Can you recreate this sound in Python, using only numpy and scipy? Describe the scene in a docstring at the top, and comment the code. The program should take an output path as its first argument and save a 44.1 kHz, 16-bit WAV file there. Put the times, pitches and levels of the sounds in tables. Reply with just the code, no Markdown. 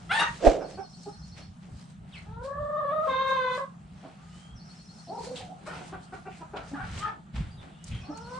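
"""Hens feeding in a yard

Hens call, murmur, squawk and cluck: a vibrating membrane and pulsed breath excite the throat's resonances.
A wing beats once, feet rake and thump the soil, and beaks peck, all heard as shaped bursts of noise.
A songbird trills far off, gliding whistles sound, and two brief tones ring after a late peck.
A low hum and a faint hiss fill the yard; the walls return voices and tones as a short reverberation."""
import sys
import numpy as np
from scipy import signal
from scipy.fft import rfft, irfft, next_fast_len
from scipy.io import wavfile
from scipy.ndimage import uniform_filter1d

SR = 44100
rng = np.random.default_rng(int(sys.argv[2]) if len(sys.argv) > 2 else 0)


def transcribe(u):
    """Save the signal u as a 16-bit wav file named by the first command-line argument.

    u: samples, shape (n,) or (channels, n), limited to [-1, 1]; the rate is SR.
    q: integer samples, one column per channel.
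    """
    v = np.clip(np.atleast_2d(u).T, -1, 1)
    q = np.round(v * 32767).astype(np.int16)
    wavfile.write(sys.argv[1], SR, q)


N = 369999

# All levels are relative. Balance is left minus right; opening (of the beak) and roughness run 0-1.
# reverberation of the walls: (frequency [Hz], time to fall 60 dB [s])
WALL_DECAY = [(200, 0.049), (1000, 0.26), (4000, 0.19), (6000, 0.28), (10000, 0.0057)]
# noise spectra of the yard, grit, clods and ground: (frequency [Hz], spectral density [dB])
YARD_SPECTRUM = [(55, -23.5), (95, -20), (125, -10.5), (172, 0.5), (200, -5), (280, -21.5), (500, -29.5),
                 (780, -20.5), (1060, -30), (1250, -24), (2200, -39.5), (3100, -38.5), (5700, -48),
                 (8900, -43), (10800, -58), (15000, -94.5)]
GRIT_SPECTRUM = [(2500, -21.5), (4000, 2.5), (6000, -0.5), (8500, 0.5), (10000, -11), (11000, -20.5),
                 (15000, -23)]
CLOD_SPECTRUM = [(200, -17), (320, -4), (1000, -5), (2000, -5), (3200, -7.5), (4800, -16.5), (7000, -29),
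                 (11000, -61)]
GROUND_SPECTRUM = [(15, -28), (30, -15.5), (55, 1), (95, -0.5), (135, -2), (180, -8.5), (300, -25.5),
                   (600, -81.5)]
# hiss of feathers: (frequency [Hz], spectral density [dB])
FEATHER_SPECTRUM = [(700, -2.5), (1200, -3.5), (4000, -11.0), (8000, -15.5), (11000, -47.0)]
# likeness of left and right: (frequency [Hz], correlation [-1 to 1])
YARD_CORR = [(60, 0.13), (170, 1), (470, 0.28), (1320, -0.43), (3700, 0.75), (10400, -0.49)]
GRIT_CORR, CLOD_CORR = [(3000, 0.54), (9000, 0.037)], [(500, 0.44), (5000, 0.54)]
GROUND_CORR, PECK_CORR = [(60, 0.97)], [(3000, 0.68), (9000, 0.2)]
WHUMP_CORR, FEATHER_CORR = [(500, 0.68)], [(2000, 0.93), (8000, 0.32)]
# whistles and, in the last two rows, brief ringing tones after a peck: (time [s], length [s],
# start pitch [Hz], middle pitch [Hz], end pitch [Hz], level [dB], overtone [dB], quaver [share of pitch])
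SINGLE_TONES = [(2.122, 0.064, 3970, 2470, 2040, -44.5, -3, 0.024),
                (4.278, 0.29, 2870, 3120, 3350, -61, -28, .02),
                (7.507, 0.025, 4400, 4650, 4470, -57, -30, 0.064),
                (7.566, 0.057, 4000, 3570, 3330, -56, -33, 0.055),
                (7.696, 0.24, 2630, 2930, 3100, -64, -30, 0.0089),
                (7.929, 0.054, 3170, 3240, 3150, -48.5, -30, .03),
                (8.001, 0.042, 2580, 2530, 2430, -54, -30, .02)]
# songbird phrases: (time [s], note pairs [count], level [dB])
TRILLS = [(.642, 9, -54), (4.595, 8, -55), (8.046, 4, -55)]
# feet raking soil: (peak time [s], rise [s], fall [s], grit level [dB], clod level [dB])
SCRATCHES = [(.02, .1, 0.38, -66, -71), (.36, 0.59, 0.23, -54, -50), (.71, 0.1, 0.17, -57, -55),
             (1.04, 0.27, 0.32, -59, -80), (1.28, 0.12, 0.12, -62, -65), (1.38, 0.036, 0.12, -56.5, -49.5),
             (1.63, 0.037, 0.17, -71, -59.5), (1.81, 0.18, 0.14, -59.5, -60.5),
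             (1.9, .02, 0.066, -62.5, -63), (2.17, 0.15, 0.2, -62.5, -53.5),
             (2.45, 0.041, 0.091, -54, -55.5), (3.08, 0.11, 0.22, -61, -50.5), (3.3, 0.065, 0.15, -56, -53),
             (3.57, 0.11, 0.1, -52.5, -49), (4.05, 0.46, 0.82, -68.5, -59.5), (4.39, 0.29, 0.22, -60, -60),
             (4.73, 0.16, 0.35, -60, -62), (4.96, 0.16, 0.96, -61, -68.5), (5.25, 0.11, 0.12, -47.5, -50),
             (5.37, 0.048, 0.14, -48.5, -48.5), (5.67, 0.019, 0.077, -50.5, -52),
             (5.76, 0.16, 0.23, -55.5, -46.5), (5.88, 0.18, 0.11, -56, -56), (6.04, 0.048, 0.055, -58, -75),
             (6.14, 0.025, 0.14, -61.5, -55), (6.37, 0.11, 0.137, -58.5, -59),
             (6.57, 0.017, 0.087, -59.5, -43), (6.69, 0.15, 0.18, -57, -54.5), (6.85, 0.08, 0.29, -65, -50),
             (7.0, 0.19, 0.1, -48.5, -42), (7.09, 0.29, 0.08, -77, -48), (7.36, 0.029, 0.18, -57.5, -43.5),
             (7.63, 0.058, 0.17, -67, -54.5), (7.88, 0.043, 0.072, -50, -56),
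             (7.95, 0.17, 0.25, -60.5, -50.5), (8.18, 0.027, 0.036, -57, -56),
             (8.37, 0.27, 0.072, -56.5, -55.5)]
# thumps through the ground: (peak time [s], rise [s], fall [s], level [dB])
THUMPS = [(.05, 0.19, 0.93, -49), (.312, 0.063, 0.061, -39.5), (.56, 0.098, 0.19, -46),
          (.78, 0.063, 0.041, -43), (1.15, 0.11, 0.45, -57), (1.54, 0.72, 0.24, -47.5),
          (1.74, 0.097, 0.092, -48), (2.0, 0.13, 0.56, -49), (2.3, 0.29, 0.88, -46),
          (2.63, 0.37, 0.19, -49), (3.1, 0.12, 0.66, -51), (4.33, 0.16, 0.14, -50),
          (4.57, 0.12, 0.027, -43), (5.23, 0.068, 0.17, -46), (5.44, 0.12, 0.08, -47),
          (5.73, 0.21, 0.17, -50), (5.95, 0.043, 0.13, -41), (6.3, 0.44, 0.17, -54.5),
          (6.5, 0.078, 0.97, -46.5), (6.84, 0.06, 0.056, -31), (6.93, 0.092, 0.17, -32.5),
          (7.345, 0.021, 0.29, -27), (7.41, 0.051, 0.1, -35.5), (7.93, 0.073, 0.16, -31),
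          (8.24, 0.083, 0.11, -42)]
# pecks on stones and grain: (time [s], level [dB], band centre [Hz], time to fall 60 dB [s])
PECKS = [(1.032, -43, 6400, 0.033), (2.448, -54.5, 5400, 0.041), (3.55, -46.5, 6070, 0.046),
         (5.358, -35.5, 3350, 0.33), (5.411, -46, 2250, 0.19), (6.315, -47.5, 2340, 0.37),
         (6.563, -40, 3200, 0.029), (6.571, -34, 2980, 0.035), (7.841, -35, 6800, 0.029),
         (7.912, -43.5, 2600, 0.54), (8.173, -39.5, 6860, .03)]
# course of the wing beat: (time [s], whump level [dB], gust level [dB], feather level [dB])
WING_BEAT = [(.4, -55, -61, -49.5), (.43, -30.5, -53, -43), (.458, -18, -49, -30), (.476, -7.5, -15.5, -33),
             (.487, -19.5, -18.5, -34.5), (.525, -27, -53, -40), (.57, -31, -56, -49), (.62, -36, -58, -57),
             (.68, -44, -64, -67), (.76, -50, -58, -78)]
# hollow resonances of the whump: (frequency [Hz], bandwidth [Hz], level [dB])
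WHUMP_MODES = [(308, 63, -3), (516, 128, 0), (691, 127, -2)]
# throat responses, each pair for the beak shut and then open: (frequency [Hz], gain [dB])
CALL_THROAT_SHUT = [(200, -44.5), (300, -19), (430, -6.5), (600, 5), (800, -0.5), (1200, -5), (1750, -18.5),
                    (2200, -54.5), (3700, -47), (5000, -64), (11000, -93)]
CALL_THROAT_OPEN = [(200, -56.5), (300, -19), (530, -8.5), (1050, -1.5), (1300, 10), (1580, -14.5),
                    (2100, -15), (2650, -21.5), (3150, -24.5), (3700, -13), (4300, -30), (5000, -45),
                    (5800, -47.5), (6250, -40), (6800, -53.5), (11000, -58)]
SQUAWK_THROAT_SHUT = [(300, -23.5), (450, -13.5), (620, -26), (800, 0), (1000, -5), (1270, -3.5),
                      (1550, -2.5), (1760, -2.5), (1900, -19), (2300, -21.5), (3000, -29), (6000, -66),
                      (11000, -76)]
SQUAWK_THROAT_OPEN = [(300, -27), (600, -7.5), (900, -3.5), (1300, -11.5), (1600, -7), (1900, -6.5),
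                      (2800, -7.5), (3770, -11), (5100, -25), (7300, -30), (8900, -22.5), (10800, -39.5),
                      (15000, -51)]
SOFT_THROAT_SHUT = [(180, -24), (280, 9), (350, -10), (450, -4), (780, 2.5), (950, -19), (1300, -26.5),
                    (1800, -43), (3000, -57.5), (11000, -84.5)]
CLUCK_THROAT_OPEN = [(200, -20), (390, -3.5), (570, -11), (750, -4), (960, -5), (1150, -10.5), (1400, -2.5),
                     (1750, -15.5), (2050, -25), (2280, -18), (2700, -22.5), (3150, -33.5), (5200, -52),
                     (11000, -69)]
# drawn-out calls: (roughness, balance [dB], rows of (time [s], pitch [Hz], level [dB], opening))
CALLS = [(0.0036, 1.6, [(2.26, 418.7, -56.5, 0), (2.39, 467, -44, 0), (2.464, 542.6, -37.5, 0),
         (2.58, 572.2, -35, 0.17), (2.79, 610.7, -30, 0.35), (2.83, 583.6, -29, 0.18),
         (2.905, 564, -29.5, 0.58), (2.925, 619, -26.5, 0.33), (3.0, 618.4, -28, 0.36),
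         (3.085, 638.4, -29, 0.26)]), (0.0021, 2.7, [(3.07, 565, -27, 0.3), (3.1, 525.7, -27, 0.84),
         (3.33, 532, -26, 0.92), (3.43, 510.4, -28.5, 0.89), (3.56, 505.8, -28, 0.92),
         (3.585, 519, -44, 0.65)]), (0.067, 1, [(3.575, 565, -28, 0.4), (3.6, 549.5, -35.5, 0.4),
         (3.617, 538, -36, 0.7), (3.635, 521, -42.5, 0.3), (3.68, 540, -58, 0.2)]),
         (.01, -3, [(4.17, 375.5, -64, 0.5), (4.23, 395, -63, 0.4), (4.3, 417, -65, 0.7),
         (4.4, 400, -67, 0.9), (4.47, 397, -70, .6)]), (0.046, 1, [(8.03, 369.4, -51, 0.04),
         (8.085, 389.7, -52.5, 0), (8.13, 439, -46.5, 0.32), (8.25, 476, -48, 0.3),
         (8.39, 514, -39.5, 0.68)])]
# low murmurs: (balance [dB], rows of (time [s], pitch [Hz], level [dB]))
MURMURS = [(-0.42, [(5.07, 359, -46), (5.096, 356.6, -40.5), (5.13, 432.3, -37), (5.236, 439.7, -47),
           (5.33, 513, -40), (5.43, 487, -54.5)]), (-1.6, [(5.4, 716, -48), (5.444, 748, -49.5),
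           (5.524, 736, -46.5), (5.62, 740, -75)])]
# squawks: (start roughness, end roughness, balance [dB], rows as in CALLS)
SQUAWKS = [(.15, 0.4, 1.6, [(.092, 663, -53, 0.63), (.104, 673.4, -31, 0.46), (.112, 701, -27, 0.55),
           (.12, 799, -22, 0.79), (.14, 830, -29, 1), (.15, 897, -26.5, 0.94), (.188, 921, -28.5, 1),
           (.197, 935, -20, 0.93), (.225, 916, -29, 0.97), (.27, 922, -40, 0.92), (.305, 921, -46, 1)]),
           (0.463, 0.49, 1.5, [(.195, 334, -29, .1), (.205, 325.6, -27.5, 0.093), (.222, 317.7, -22, 0.14),
           (.25, 319, -40, 0.24), (.3, 313.2, -43, 0.26)]), (0.39, 0.3, 0.15, [(6.735, 439, -49, 0.25),
           (6.76, 419.7, -42, 0.28), (6.78, 383.4, -43, .05), (6.8, 387, -38.5, .05),
           (6.83, 376, -42.5, 0.058), (6.865, 370, -61, .05)]), (0.27, .1, 0, [(6.83, 422, -49, 0),
           (6.845, 432, -48, 0), (6.87, 456, -53, 0), (6.92, 453, -58, 0), (6.95, 460, -60, 0)]),
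           (0.089, 0.1, 1.8, [(6.99, 581, -61, 0), (7.016, 622, -38, 0), (7.043, 630.5, -32.5, 0.0042),
           (7.075, 625, -42, 0), (7.1, 630, -62, 0)]), (0.12, 0.27, 1.5, [(7.045, 434, -48, .05),
           (7.062, 436.6, -41, .05), (7.085, 434, -38.5, .05), (7.11, 440, -46.5, .05),
           (7.13, 450, -57.5, .05)])]
# clucks: (time [s], pitch [Hz], level [dB], nominal length [s], opening, roughness, balance [dB])
CLUCKS = [(0.608, 420.4, -37.5, 0.05, 0.6, 0.7, -5), (0.773, 383, -39.5, 0.062, 0.74, 0.22, -2),
          (1.061, 414.5, -39.5, 0.055, 0.14, 0.25, 1), (1.38, 320, -54, 0.077, 0, 0.87, -2),
          (2.905, 247, -48.5, 0.064, 0, 0, -1), (2.908, 305, -46, 0.033, 1, 0.1, -1),
          (3.082, 271, -45.5, 0.1, 0, 0, -2), (4.031, 349, -45, 0.1, 0.29, 0.73, -1),
          (5.662, 578.4, -40.5, 0.097, 1, 0.61, 2.5), (5.694, 487.4, -43.5, 0.11, 0.94, 0.48, 2),
          (5.726, 457.3, -44, 0.13, 0.7, 0.7, -2), (5.801, 386, -44, 0.062, 0.2, 0.43, -2),
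          (5.922, 383, -37, 0.072, 0.68, 0.26, 1), (6.125, 377.4, -38.5, 0.055, 0.82, 0.36, 2),
          (6.257, 389.7, -40, 0.055, 0.83, 0.25, 1), (6.407, 328.4, -41, 0.04, 0.67, 0.28, 0),
          (6.535, 400.6, -36.5, 0.13, 0.6, 0.83, 2), (6.712, 277, -41.5, 0.09, 0.1, 0.09, 1),
          (8.085, 287.7, -39, 0.076, 0, 0.08, -1)]


def amp(db):
    """Amplitude grows tenfold with every 20 dB."""
    return 10 ** (np.asarray(db) / 20)


def unit(x):
    """Normalisation to an rms of 1."""
    return x / np.sqrt(np.mean(x ** 2) + 1e-20)


def along(points, hz):
    """Interpolation of (frequency, value) points on a logarithmic frequency axis."""
    freqs, values = np.transpose(points)
    return np.interp(np.log(hz + 1), np.log(freqs + 1), values)


def response_of(points):
    """Amplitude response of a spectrum given in dB."""
    return lambda hz: amp(along(points, hz))


def curves(rows):
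    """Linear interpolation in time: the samples that the rows span, and each column on them."""
    times, *columns = np.transpose(rows)
    at = np.arange(max(round(times[0] * SR), 0), min(round(times[-1] * SR), N))
    return at, [np.interp(at / SR, times, column) for column in columns]


def wobble(rate, at, count=1):
    """Random modulation: lines joining Gaussian knots, rate knots a second."""
    knots = rng.standard_normal((count, 5000))
    k, part = np.divmod(at * rate / SR, 1)
    k = k.astype(int) % (knots.shape[1] - 1)
    return knots[:, k] * (1 - part) + knots[:, k + 1] * part


def filtered(x, response):
    """Linear filtering: the spectrum is multiplied by a frequency response."""
    size = next_fast_len(x.shape[-1] + 8192)
    return irfft(rfft(x, size) * response(np.fft.rfftfreq(size, 1 / SR)), size)[..., :x.shape[-1]]


def noise(response, correlation, grain_db=0, rate=300, size=N):
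    """Mid and side noise mix to set the correlation; grain mimics many small contacts."""
    pair = rng.standard_normal((2, size)) * amp(grain_db * wobble(rate, np.arange(size)))
    angle = lambda hz: np.arccos(np.clip(along(correlation, hz), -1, 1)) / 2
    mid, side = filtered(pair, lambda hz: response(hz) * [np.cos(angle(hz)), np.sin(angle(hz))])
    return unit(np.array([mid + side, mid - side]))


def patchy(x, depth_db):
    """Modulation in time and frequency: the gain varies in random patches."""
    spectra = signal.stft(x, nperseg=512)[2]
    field = rng.standard_normal(spectra.shape[1:])
    field = uniform_filter1d(uniform_filter1d(field, size=14, axis=0), size=14, axis=1)
    return signal.istft(spectra * amp(depth_db * unit(field)), nperseg=512)[1][:, :N]


def swells(rows, skirt_db=20):
    """Exponential rises and falls add in power, giving one envelope for each level column."""
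    t, out = np.arange(N) / SR, np.zeros((len(rows[0]) - 3, N))
    for s, rise, fall, *db in rows:
        at = slice(max(round((s - 2 * rise) * SR), 0), round((s + 2 * fall) * SR))
        from_peak = np.maximum((s - t[at]) / rise, (t[at] - s) / fall)
        out[:, at] = np.hypot(out[:, at], amp(np.array(db)[:, None] - skirt_db * from_peak))
    return out


def yard(level_db=-49):
    """Ambient noise: a far hum and the hiss above it waver independently."""
    air = noise(response_of(YARD_SPECTRUM), YARD_CORR)
    hum = filtered(air, lambda hz: hz < 260)
    hum_gain = amp(level_db + 1.2 * wobble(4.3, np.arange(N)))
    hiss_gain = amp(level_db + 1.57 * wobble(3.145, np.arange(N)))
    return hum_gain * hum + hiss_gain * patchy(air - hum, depth_db=3.0)


def walls(x):
    """Reverberation: each frequency decays at its own rate; the tail changes as the birds move."""
    hop = SR // 2
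    out, padded = np.zeros((2, N + 3 * SR)), np.pad(x, (hop, SR))
    crossfade = np.sin(np.pi * np.arange(SR) / SR)
    for start in range(0, N + hop, hop):
        hz, t, spectra = signal.stft(rng.standard_normal((2, SR // 3)), SR, nperseg=256)
        decay = amp(-60 * t / along(WALL_DECAY, hz)[:, None])
        tail = signal.istft(spectra * decay, SR, nperseg=256)[1]
        segment = padded[start:start + SR] * crossfade
        echo = signal.fftconvolve(segment[None], tail / np.linalg.norm(tail[0]), axes=1)
        out[:, start:start + echo.shape[1]] += echo
    return out[:, hop - 300:hop - 300 + N]


def note(s, length, pitches, db, overtone_db, quaver):
    """Frequency modulation: a tone quavers along a three-pitch glide while its octave grows."""
    progress = np.linspace(0, 1, round(length * SR))
    at = np.arange(len(progress))
    glide = np.polyval(np.polyfit([0, .5, 1], pitches, 2), progress)
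    phase = 2 * np.pi * np.cumsum(glide * (1 + quaver * wobble(400, at)[0])) / SR
    tone = np.sin(phase) + amp(overtone_db) * progress ** 2 * np.sin(2 * phase)
    envelope = amp(db) * np.abs(np.sin(np.pi * progress)) ** .6
    return round(s * SR) + at, tone * envelope


def birdsong_and_ringing(pair_period_s=.0965):
    """Gliding tones: whistles, ringing after a peck, and a trill of falling and rising notes."""
    notes = [note(s, length, pitches, db, overtone_db, quaver)
             for s, length, *pitches, db, overtone_db, quaver in SINGLE_TONES]
    for s, count, db in TRILLS:
        for start in s + pair_period_s * np.arange(count):
            up_db, down_db = db + rng.normal([1.5, -3], .7)
            notes.append(note(start - .003, .032, [4100, 4380, 4430], up_db, -40, quaver=.025))
            delays = [0, *rng.uniform(.008, .08, 5)]  # scattering by leaves blurs the falling note
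            for delay, loss_db in zip(delays, [0, 9, 10, 11, 12, 13]):
                notes.append(note(start - .047 + delay, .042, [6250, 5330, 5000],
                                  down_db - loss_db, -40, quaver=.035))
    at, sound = (np.concatenate(part) for part in zip(*notes))
    return np.bincount(at, sound, N)[:N]


def feet():
    """Friction and impact: raking throws fine grit and dull clods; the ground conducts thumps."""
    shuffle = amp(np.array([[-80], [-77]]) + 4 * wobble(11, np.arange(N)))  # constant small steps
    grit_gain, clod_gain = np.hypot(swells(SCRATCHES), shuffle)
    grit = patchy(noise(response_of(GRIT_SPECTRUM), GRIT_CORR, grain_db=2.0, rate=460), depth_db=1.5)
    clods = noise(response_of(CLOD_SPECTRUM), CLOD_CORR, grain_db=1.5, rate=430)
    footfalls = amp(-63 + 3.5 * wobble(3.8, np.arange(N)))  # faint, between the thumps
    ground = noise(response_of(GROUND_SPECTRUM), GROUND_CORR, grain_db=3.5, rate=19)
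    return grit_gain * grit + clod_gain * clods + np.hypot(swells(THUMPS), footfalls) * ground


def pecks(attack_s=0.0011):
    """Impact transients: each peck is a broad band of noise that decays exponentially."""
    out, t = np.zeros((2, N + SR)), np.arange(SR // 5) / SR
    for s, db, centre_hz, t60 in PECKS:
        band = lambda hz: np.exp(-(np.log((hz + 1) / centre_hz) / 0.34) ** 2)
        envelope = amp(db - 5.0 - 60 * t / t60) * np.clip(t / attack_s, 0, 1)
        start = round(s * SR)
        out[:, start:start + len(t)] += envelope * noise(band, PECK_CORR, grain_db=1, size=len(t))
    return out[:, :N]


def whump_response(hz):
    """Damped resonances, summed with alternating sign and cut off in the bass, sound hollow."""
    modes = sum((-1) ** k * amp(db) * 1j * hz * width / (centre ** 2 - hz ** 2 + 1j * hz * width)
                for k, (centre, width, db) in enumerate(WHUMP_MODES))
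    return modes * (hz > 230)


def wing(gust_hz=33):
    """Displacement of air: one wing beat gives a hollow whump, a gust and the hiss of feathers."""
    at, (whump_db, gust_db, feather_db) = curves(WING_BEAT)
    whump = noise(whump_response, WHUMP_CORR, grain_db=0.5, rate=79.7, size=SR // 2)
    # the air pushes in and swings back, reaching left and right a little apart
    gust = np.cos(2 * np.pi * gust_hz * (at / SR - [[.477], [.473]]))
    feathers = noise(response_of(FEATHER_SPECTRUM), FEATHER_CORR, grain_db=2.0, size=SR // 2)
    out = np.zeros((2, N))
    out[:, at] += amp(whump_db + [[-2.5], [2.5]]) * whump[:, :len(at)]
    out[:, at] += amp(gust_db + [[5.5], [.8]]) * gust
    out[:, at] += amp(feather_db) * feathers[:, :len(at)]
    return out


def membrane(phase, order, gains, flutter):
    """Harmonics of a vibrating membrane; phase noise grows with their order and sounds hoarse."""
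    spread = .2 * np.sqrt(order - 1) + .005 * order ** 2
    phase_noise = spread * wobble(220, np.arange(len(phase)), count=len(order))
    return np.sum(gains * flutter * np.sin(order * phase + phase_noise), 0)


def add_voice(out, rows, roughness, balance_db, shut, wide, jitter, flutter_db, fade_s=0.0039):
    """Source and filter: membrane harmonics and breath pulsed once a cycle pass through the throat."""
    at, (hz, db, opening) = curves(rows)
    opening = np.clip(opening, 0, 1)
    rough = np.clip(np.linspace(*roughness, len(at)), 0, 1)  # breath's share of the power
    unsteadiness = jitter * (1.45 - 0.9 * opening + 3.2 * rough)  # greater with the beak shut
    phase = 2 * np.pi * np.cumsum(hz * (1 + unsteadiness * wobble(170, at)[0])) / SR
    order = np.arange(1, 17)[:, None]
    gains = amp((1 - opening) * along(shut, order * hz) + opening * along(wide, order * hz))
    gains /= np.sqrt(np.sum(gains ** 2, 0) / 2)
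    # each harmonic flutters on its own as the throat shifts
    flutter = amp(flutter_db * wobble(95, at, count=len(order)))
    tone = membrane(phase, order, gains, flutter)
    puffs = rng.standard_normal(SR)[:len(at)] * (1 + 1.6 * np.cos(phase))
    breath_shut, breath_wide = (unit(filtered(puffs, response_of(throat))) for throat in (shut, wide))
    breath = (1 - opening) * breath_shut + opening * breath_wide
    voice = np.sqrt(1 - rough) * tone + np.sqrt(rough) * breath
    fade = np.clip(np.minimum(at - at[0], at[-1] - at) / (fade_s * SR), 0, 1)
    out[:, at] += voice * fade * amp(db + np.array([[balance_db], [-balance_db]]) / 2)


def hens(murmur_opening=0.05, murmur_roughness=0.15):
    """Pitch contour and throat resonances set calls, murmurs, squawks and clucks apart."""
    out = np.zeros((2, N))
    for rough, balance_db, rows in CALLS:
        add_voice(out, rows, [rough] * 2, balance_db, CALL_THROAT_SHUT, CALL_THROAT_OPEN,
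                  jitter=0.019, flutter_db=3.3)
    for balance_db, contour in MURMURS:
        rows = [(*row, murmur_opening) for row in contour]
        add_voice(out, rows, [murmur_roughness] * 2, balance_db, SOFT_THROAT_SHUT, CALL_THROAT_OPEN,
                  jitter=0.0312, flutter_db=6.0)
    for *roughness, balance_db, rows in SQUAWKS:
        add_voice(out, rows, roughness, balance_db, SQUAWK_THROAT_SHUT, SQUAWK_THROAT_OPEN,
                  jitter=0.015, flutter_db=6.5)
    for s, hz, db, length, opening, rough, balance_db in CLUCKS:
        # a cluck bursts out, holds briefly and dies away
        rows = [(s - .004, 0.973 * hz, db - 14.0, opening),
                (s + 0.0076, hz, db, opening),
                (s + 0.36 * length, hz, db - 1.5, opening),
                (s + 1.3 * length, .96 * hz, db - 24.5, opening)]
        add_voice(out, rows, [rough] * 2, balance_db, SOFT_THROAT_SHUT, CLUCK_THROAT_OPEN,
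                  jitter=0.021, flutter_db=6.5)
    return out


def scene():
    """Superposition of all sources; the high tones have a larger share of echo than the near hens."""
    voices, tones = hens(), birdsong_and_ringing()
    direct = amp(-2.0) * voices + amp(-2.5) * tones + wing()
    echo = walls(amp(-6.5) * voices.mean(0) + amp(-3.5) * tones)
    return direct + echo + feet() + pecks() + yard()


def record(dry, ceiling=.95, shelf_hz=10990, cutoff_hz=15000):
    """Soft saturation rounds the peaks; band limiting lowers, then removes, the highest treble."""
    rounded = dry / (1 + np.abs(dry / ceiling) ** 4) ** (1 / 4)
    return filtered(rounded, lambda hz: np.where(hz < shelf_hz, 1, amp(-9.0) * (hz < cutoff_hz)))


dry = scene()
out = record(dry)
transcribe(out)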